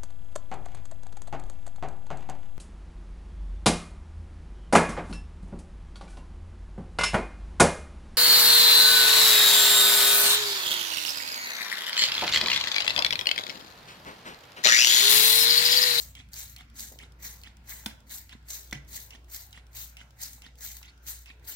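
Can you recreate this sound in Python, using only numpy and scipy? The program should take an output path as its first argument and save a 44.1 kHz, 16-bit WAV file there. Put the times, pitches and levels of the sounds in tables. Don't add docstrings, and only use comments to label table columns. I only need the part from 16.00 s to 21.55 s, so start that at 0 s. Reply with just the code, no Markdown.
import sys
import numpy as np
from scipy import signal
from scipy.fft import rfft, irfft, next_fast_len
from scipy.io import wavfile
from scipy.ndimage import uniform_filter1d

SR = 44100
rng = np.random.default_rng(int(sys.argv[2]) if len(sys.argv) > 2 else 0)


def transcribe(u):
    v = np.clip(np.atleast_2d(u).T, -1, 1)
    q = np.round(v * 32767).astype(np.int16)
    wavfile.write(sys.argv[1], SR, q)


def linear_from_db(decibels):
    return 10 ** (np.asarray(decibels, float) / 20)


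N = 244755
TIME, HZ = np.arange(N) / SR, np.fft.rfftfreq(N, 1 / SR)


def unit(x):
    return x / np.sqrt(np.mean(x ** 2))


def shape(points):
    hz, db = np.transpose(points)
    return linear_from_db(np.interp(np.log(HZ + 1), np.log(hz + 1), db))


def peak(hz, width):
    return 1j * HZ * width / (hz ** 2 - HZ ** 2 + 1j * HZ * width)


def filt(x, response):
    return irfft(rfft(x) * response, N)


def coloured(response):
    return unit(filt(rng.standard_normal((3, N)), response))


def walk(rate):
    hold = max(int(SR / rate), 1)
    levels = rng.standard_normal(N // hold + 1)
    return unit(uniform_filter1d(np.repeat(levels, hold)[:N], hold))


def restless(points, shared_db, own_db, rate, patchy_db=0):
    colour = shape(points)
    white = rfft(rng.standard_normal((3, N))) * colour
    out = 0
    for hz in 30 * 2 ** np.arange(0, 9.4, 1 / 3):
        gain = linear_from_db(shared_db + own_db * walk(rate) + patchy_db * walk(14))
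        skirt = np.clip(1 - 3 * np.abs(np.log2((HZ + 1) / hz)), 0, 1)
        if (skirt * colour).max() > colour.max() / 300:
            out = out + irfft(white * skirt, N) * gain
    return unit(out)


def puffs(s, db, rise, fall):
    out = np.zeros(N)
    t = np.arange(4096) / SR
    burst = (1 - np.exp(-t / rise)) * np.exp(-t / fall)
    for at, level in zip(s, db):
        i = int(at * SR)
        out[i:i + 4096] += (linear_from_db(level) * burst)[:N - i]
    return out


def ring(at, hz, db, t60):
    out = np.zeros(N)
    i = int(np.ceil(at * SR))
    t = TIME[i:i + int(2 * t60 * SR)] - at
    out[i:i + len(t)] = linear_from_db(db) * np.sin(2 * np.pi * hz * t) * np.exp(-np.log(1000) * t / t60)
    return out


def grains(s, hz, db, cycles, glide):
    t = np.arange(512) / SR
    hz = np.asarray(hz)[:, None]
    turns = hz * t * (1 + glide * hz * t / cycles / 2)
    envelope = np.exp(-hz * t / cycles) * (1 - t / t[-1]) * np.minimum(hz * t / 2, 1)
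    wave = linear_from_db(db)[:, None] * np.sin(2 * np.pi * turns) * envelope
    at = (np.asarray(s) * SR).astype(int)[:, None] + np.arange(512)
    return np.bincount(at.ravel(), wave.ravel(), N + 512)[:N]


def motor_hum():
    hz = 59.26 + 0.28 * walk(3.15)
    level = linear_from_db(-52.5 + 1.7 * walk(4.77))
    return np.sqrt(2) * level * np.sin(2 * np.pi * np.cumsum(hz) / SR)


# (frequency [Hz], level [dB per Hz])
GARAGE_AIR = [(15, -22.5), (25, 0.5), (102, 2), (263, -12.5), (405, -20), (575, -21), (775, -22.5),
              (911, -21), (1230, -29), (1400, -23), (1890, -31.5), (2160, -29), (2990, -32), (4490, -35),
              (10000, -47), (16000, -44.5)]
# (time [s], level [dB])
STREET = [
    (0.0, -67),
    (0.54, -76),
    (0.82, -74),
    (1.0, -65),
    (2.0, -67.5),
    (2.4, -74),
    (2.6, -66),
    (4.44, -72.5),
    (5.55, -70),
]


def garage_air():
    mid, side, _ = restless(GARAGE_AIR, 0, 3.1, 6)
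    air = mid + filt(side, np.clip(HZ / 1300, .05, 1)) * np.array([[1], [-1]])
    low = np.clip((400 - HZ) / 150, 0, 1)
    below_hiss = np.clip((1300 - HZ) / 400, 0, 1)
    s, murmur_db = np.transpose(STREET)
    rumble = filt(air, low) * linear_from_db(-54.5 - 1.1 * TIME)
    murmur = filt(air, below_hiss - low) * linear_from_db(np.interp(TIME, s, murmur_db) + 14.0)
    return rumble + murmur + filt(air, 1 - below_hiss) * linear_from_db(-53.5)


# (full pressure [s], hiss [dB], build-up [dB/s], sag [dB/s],
# body of the jet re hiss [dB])
SQUEEZES = [(-.015, -38, 500, 218, -18), (0.378, -38.5, 335, 170, -16.5), (0.799, -38, 512, 170, -17),
            (1.25, -39, 450, 167, -15), (1.701, -41, 570, 131, -12), (2.12, -40.5, 565, 188, -16.5),
            (2.508, -39, 612, 132, -16.5), (2.937, -39.5, 373, 168, -18), (3.339, -39.5, 490, 176, -17.5),
            (3.77, -38, 660, 188, -19), (4.214, -39.5, 670, 147, -15.5), (4.634, -40.5, 404, 125, -16),
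            (5.081, -39, 622, 162, -19), (5.486, -39.5, 525, 148, -17.5)]


def pressure():
    hold_s, open_s = 0.031, 0.058
    hiss, body = np.zeros(N), np.zeros(N)
    releases = [row[0] for row in VALVE] + [N / SR]
    for (s, db, rise, sag, body_db), release in zip(SQUEEZES, releases):
        up = rise * np.maximum(s - TIME, 0)
        down = sag * (np.hypot(np.maximum(TIME - s, 0), hold_s) - hold_s)
        shut = 1500 * np.maximum(s - open_s - TIME, 0)
        dribble = 245 * np.maximum(TIME - release, 0)
        hiss += linear_from_db(db - up - down - shut - dribble)
        body += linear_from_db(db + body_db - 0.55 * up - 0.97 * down - shut - dribble)
    return hiss, body


# (frequency [Hz], level [dB per Hz])
JET = [(2200, -15.5), (2800, -6), (3400, -5), (4000, 2.5), (5200, -1.5), (6600, 5), (8000, 2), (9200, -3),
       (10000, -9.5), (11000, -4.5), (12500, 3), (15000, 3), (16500, 1.5)]
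# (frequency [Hz], level [dB per Hz])
JET_BODY = [(290, -52), (500, -18), (871, -4.5), (1210, -12), (1630, -3), (2050, 0.5), (2570, -7),
            (2800, -24), (3640, -49), (6160, -120)]
# (time [s], peak [dB])
FIRST_DROPS = [(0.3333, -29), (0.756, -43), (1.2007, -54), (1.675, -46), (2.0687, -53), (2.485, -36.5),
               (2.8887, -44), (3.317, -37), (3.731, -47), (4.586, -44), (5.444, -47)]
# (time [s], peak [dB], pop [Hz])
SPITS = [(0.3406, -30, 4690), (0.3645, -37, 4400), (0.4788, -38, 4530), (0.497, -37, 6400),
         (0.5838, -39, 3660), (0.795, -27, 4600), (0.806, -24, 6530), (0.863, -47, 6550),
         (0.9214, -37, 6510), (1.2412, -37, 6760), (1.247, -42, 6400), (1.391, -47, 6890),
         (1.415, -43, 4400), (1.694, -31, 6500), (2.095, -41, 6390), (2.1105, -33, 6260),
         (2.504, -26, 4100), (2.675, -44, 4670), (2.711, -33, 3430), (2.93, -36, 4200), (3.346, -25, 7950),
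         (3.508, -46, 3930), (3.75, -35, 6000), (4.2145, -32, 6500), (4.332, -33.5, 6090),
         (4.608, -36, 6190), (4.716, -32, 6850), (4.768, -34, 8000), (5.067, -36, 5900), (5.481, -32, 7960)]


def jet():
    hiss, body = pressure()
    sputter_db = 1.67 * walk(220) + 0.99 * walk(45)
    when, pitch, size = rng.random((2500, 3)).T
    fizz_db = -14 - 1.8 * np.log(size)
    fizz = grains(when * N / SR, 1500 * 6.0 ** pitch, fizz_db, cycles=2.7, glide=0.01)
    s, db, hz = np.transpose(SPITS + [(at, level, 4420) for at, level in FIRST_DROPS])
    spit = puffs(s, db - 1.5, 0.00036, 0.59 * 0.0025)
    pops = spit * coloured(shape(JET)) + grains(s, hz, db - 7.5, cycles=10.0, glide=0.017)
    hiss = hiss + puffs(s, db - 19, 0.0015, 0.0081)
    spray = hiss * (linear_from_db(2.5) * restless(JET, sputter_db, 2.1, 70, patchy_db=1.25) + fizz)
    body_noise = restless(JET_BODY, 0.27 * sputter_db, 3.65, 60, patchy_db=0.3)
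    return spray + pops + (linear_from_db(2.0) * body + linear_from_db(-29) * spit) * body_noise


# (frequency [Hz], level [dB per Hz])
CLICK = [(590, -55), (1000, -39), (2980, 0), (3630, -1), (4280, -10), (5110, -1), (13000, -16),
         (15700, -12), (16500, -36)]
# (time [s], peak [dB], centre [Hz], suction [dB])
VALVE = [(0.152, -31.5, 3200, -54), (0.563, -30, 4270, -55.5), (0.988, -31.5, 3100, -53.5),
         (1.4351, -33, 4320, -54.5), (1.8604, -15.5, 3500, -59), (2.2934, -37, 4140, -54),
         (2.728, -22.5, 3560, -52), (3.1065, -33, 2800, -54.5), (3.5284, -33.5, 3930, -56),
         (3.969, -32, 2600, -54), (4.4198, -34, 2850, -54.5), (4.829, -32.5, 2730, -57),
         (5.2588, -37, 2603, -55.5)]


def valve_clicks():
    s, db = np.transpose(VALVE)[:2]
    click = puffs(s, db - 5.0, 0.00062, 0.0021) * coloured(shape(CLICK))
    return click + sum(ring(at, hz, level - 12.0, 0.022) for at, level, hz, _ in VALVE)


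# (frequency [Hz], level [dB per Hz])
SUCTION = [(410, -87), (700, 3), (910, -4.5), (1310, -6), (1800, -3), (2100, 6), (2700, 3), (3600, -1),
           (7290, -6), (14800, -30), (16000, -26)]
# (first [Hz], last [Hz])
GURGLE = [(3000, 3700), (2600, 4130), (2300, 3850), (2460, 3730), (2500, 3470), (2570, 3900), (2300, 3230),
          (2640, 3160), (2570, 3500), (2610, 3360), (2600, 3870), (2660, 4700), (2970, 2130)]


def suction():
    start, _, _, suck_db = np.transpose(VALVE)
    stop = np.transpose(STOPS)[0]
    flow = np.zeros(N)
    for a, b, db in zip(start, stop, suck_db):
        swell_db = 4.56 * np.clip((TIME - a) / (b - a), 0, 1)
        cutoff_db = 420 * np.maximum(TIME - b - .004, 0)
        flow += (TIME > a) * linear_from_db(db + swell_db - cutoff_db)
    first_hz, last_hz = np.transpose(GURGLE)
    part, detune, size = rng.random((len(start), 22, 3)).T
    when = start + 1.3 * part * (stop - start)
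    hz = first_hz * (last_hz / first_hz) ** part * (1 + 0.15 * (detune - .5))
    gurgle = grains(when.ravel(), hz.ravel(), 4.7 * size.ravel() - 1.2, cycles=10.5, glide=0.017)
    rush = linear_from_db(-2.5) * restless(SUCTION, 0.92 * walk(250), 4.4, 120, patchy_db=-0.5)
    return flow * (rush + gurgle)


# (time [s], peak [dB], centre [Hz], low thud re peak [dB])
STOPS = [(0.2012, -45.5, 2130, -12), (0.608, -35.5, 2110, -24), (1.0319, -38, 2100, -19),
         (1.4722, -35, 1870, -22), (1.911, -38.5, 1650, -28), (2.3288, -35, 1690, -24),
         (2.7544, -60.5, 2020, -24), (3.1487, -38.5, 1870, -17), (3.575, -36, 1930, -25),
         (4.0136, -39, 1500, -20), (4.4646, -37.5, 1850, -19), (4.8836, -45, 2300, -28),
         (5.3021, -40, 1870, -20)]


def piston_stops():
    s, db = np.transpose(STOPS)[:2]
    out = puffs(s, db - 3.0, 0.0012, 0.002) * coloured(peak(1200, 1500))
    for at, level, hz, low_db in STOPS:
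        out = out + ring(at, hz, level - 10.0, 0.027) + ring(at, 250, level + low_db + 7.0, 0.039)
    return out


# (time [s], peak [dB])
TICKS = [(0.288, -51.5), (0.6992, -50), (1.1209, -49), (1.5687, -47.5), (2.0038, -50.5), (2.4269, -59),
         (2.8479, -55), (3.244, -53.5), (3.6674, -52.5), (4.1066, -49), (4.555, -49), (4.977, -53.5),
         (5.3961, -58)]


def trigger_ticks():
    return puffs(*np.transpose(TICKS), 0.00059, 0.0024) * coloured(shape(CLICK))


# (time [s], peak [dB], centre [Hz])
SLAPS = [
    (0.9182, -44, 484),
    (.926, -44, 600),
    (0.9388, -45, 560),
    (0.959, -48, 560),
    (1.839, -46, 1800),
    (2.352, -40, 215),
    (2.757, -48, 192),
    (3.952, -57, 1500),
    (4.382, -49.5, 915),
    (4.816, -47, 1100),
]


def liquid_slaps():
    return sum(ring(s, hz, db, 7.0 / hz) for s, db, hz in SLAPS)


# (time [s], crack [dB], ring [dB])
KNOCKS = [
    (1.861, -23, -37),
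    (2.726, -46, -39),
]
# (frequency [Hz], level [dB], t60 [s])
RINGS = [
    [(695, -5, 0.023), (920, -6, .02), (1500, -9, 0.052), (2100, -10, 0.07), (3270, -14, 0.017)],
    [(530, -41, 0.026), (730, -8, 0.044), (1100, -13, .02), (1730, 6, 0.028), (2040, 9.5, 0.017),
     (2216, -2, 0.03), (2940, -2, 0.012), (4180, -5, 0.024), (5730, 2.5, 0.01)],
]
# (frequency [Hz], level [dB], t60 [s])
THUMPS = [
    [(141, -60, 0.22), (175, -68, 0.071), (215, -34, 0.094), (242, -37.5, 0.063), (305, -47, 0.16)],
    [(148, -53, 0.15), (210, -39.5, 0.13), (245, -42.5, 0.087), (277, -43.5, 0.11), (308, -43.5, 0.14)],
]


def rack_knocks():
    mid, side = unit(filt(rng.standard_normal((2, N)), peak(2000, 4200)))
    crack = mid + side * np.array([[1], [-1]])
    # (delay [s], level [dB])
    contacts = [(0, -2), (.0021, -2.5), (.0045, -2.5), (.0072, -4.5), (.016, -47), (.029, -15)]
    out = 0
    for (s, crack_db, ring_db), modes, thump in zip(KNOCKS, RINGS, THUMPS):
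        snap = puffs([s], [crack_db], 0.0012, 0.0019)
        scrape = puffs([s], [crack_db - 22.5], 0.009, 0.026)
        out = out + crack * (snap + scrape)
        out = out + sum(ring(s + 0.00226, hz, db, t60) for hz, db, t60 in thump)
        for late, contact_db in contacts:
            for hz, db, t60 in modes:
                luck_db = 4.5 * rng.standard_normal()
                out = out + ring(s + late, hz, ring_db + db + contact_db + luck_db, t60)
    return out * linear_from_db(np.array([[-1.5], [1.5]]))


# (time [s], frequency [Hz], level [dB], t60 [s])
SWAY = (2.7535, 139, -37.5, 0.3)


def rack_sway():
    return ring(*SWAY)


def room(x):
    t = np.maximum(TIME - .004, 0)
    bass, treble = (np.exp(-np.log(1000) * t / t60) * (t > 0) for t60 in (0.42, 0.18))
    dull = 1 / (1 + 1j * HZ / 2500)
    size = next_fast_len(N + SR)
    source = rfft(x, size)
    wet = []
    for _ in range(2):
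        low = rfft(rng.standard_normal(N) * bass) * dull
        high = rfft(rng.standard_normal(N) * treble) * (1 - dull)
        tail = irfft(low + high, N)[:SR]
        wet.append(irfft(source * rfft(tail / np.linalg.norm(tail), size), size)[:N])
    return linear_from_db(-10.5) * np.array(wet)


# (frequency [Hz], left minus right [dB])
PORTS = [(60, 16), (250, -7), (700, -0.5), (2000, -5.5), (2700, -3), (4000, -1.5), (7000, 1), (8300, -2.5),
         (9200, 2), (10000, 5), (11000, 9.5), (12500, 6.5), (16000, 6)]
# (frequency [Hz], left leads [rad])
LEAD = [(0, 0), (1000, 1.67), (1500, 0.23), (2000, 0.5), (2600, 3.5), (16000, 21)]
# (frequency [Hz], share common to both [0-1])
ALIKE = [(300, 0.95), (900, 0.66), (2000, 0.41), (2800, 0.69), (3600, 0.19), (6800, 0.46), (9000, 0.27),
         (16000, 0.14)]


def ports(same, left, right, walls):
    tilt = np.sqrt(shape(PORTS))
    share = np.clip(np.interp(HZ, *np.transpose(ALIKE)), 0, 1)
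    common = filt(same, np.sqrt(share))
    near = common + filt(left, np.sqrt(1 - share)) + walls[0]
    far = common + filt(right, np.sqrt(1 - share)) + walls[1]
    lead = np.exp(1j * np.interp(HZ, *np.transpose(LEAD)))
    return np.array([filt(near, tilt * lead), filt(far, 1 / tilt)])


def scene():
    bottle = jet() + valve_clicks() + suction() + piston_stops() + trigger_ticks() + liquid_slaps()
    blows = rack_knocks() + rack_sway()
    walls = room(filt(bottle[0] + blows[1], np.clip(HZ / 450, .1, 1)))
    return ports(*bottle, walls) + blows + motor_hum() + garage_air()


def roll_off(x):
    return signal.sosfilt(signal.butter(12, 17030, fs=SR, output="sos"), x)


def record(dry):
    mic = shape([(20, -19), (38, -5.5), (52, -1.0), (15800, -0.5), (16050, -34), (16600, -47), (17000, -70)])
    return roll_off(filt(dry, mic))


dry = scene()
out = record(dry)
transcribe(out)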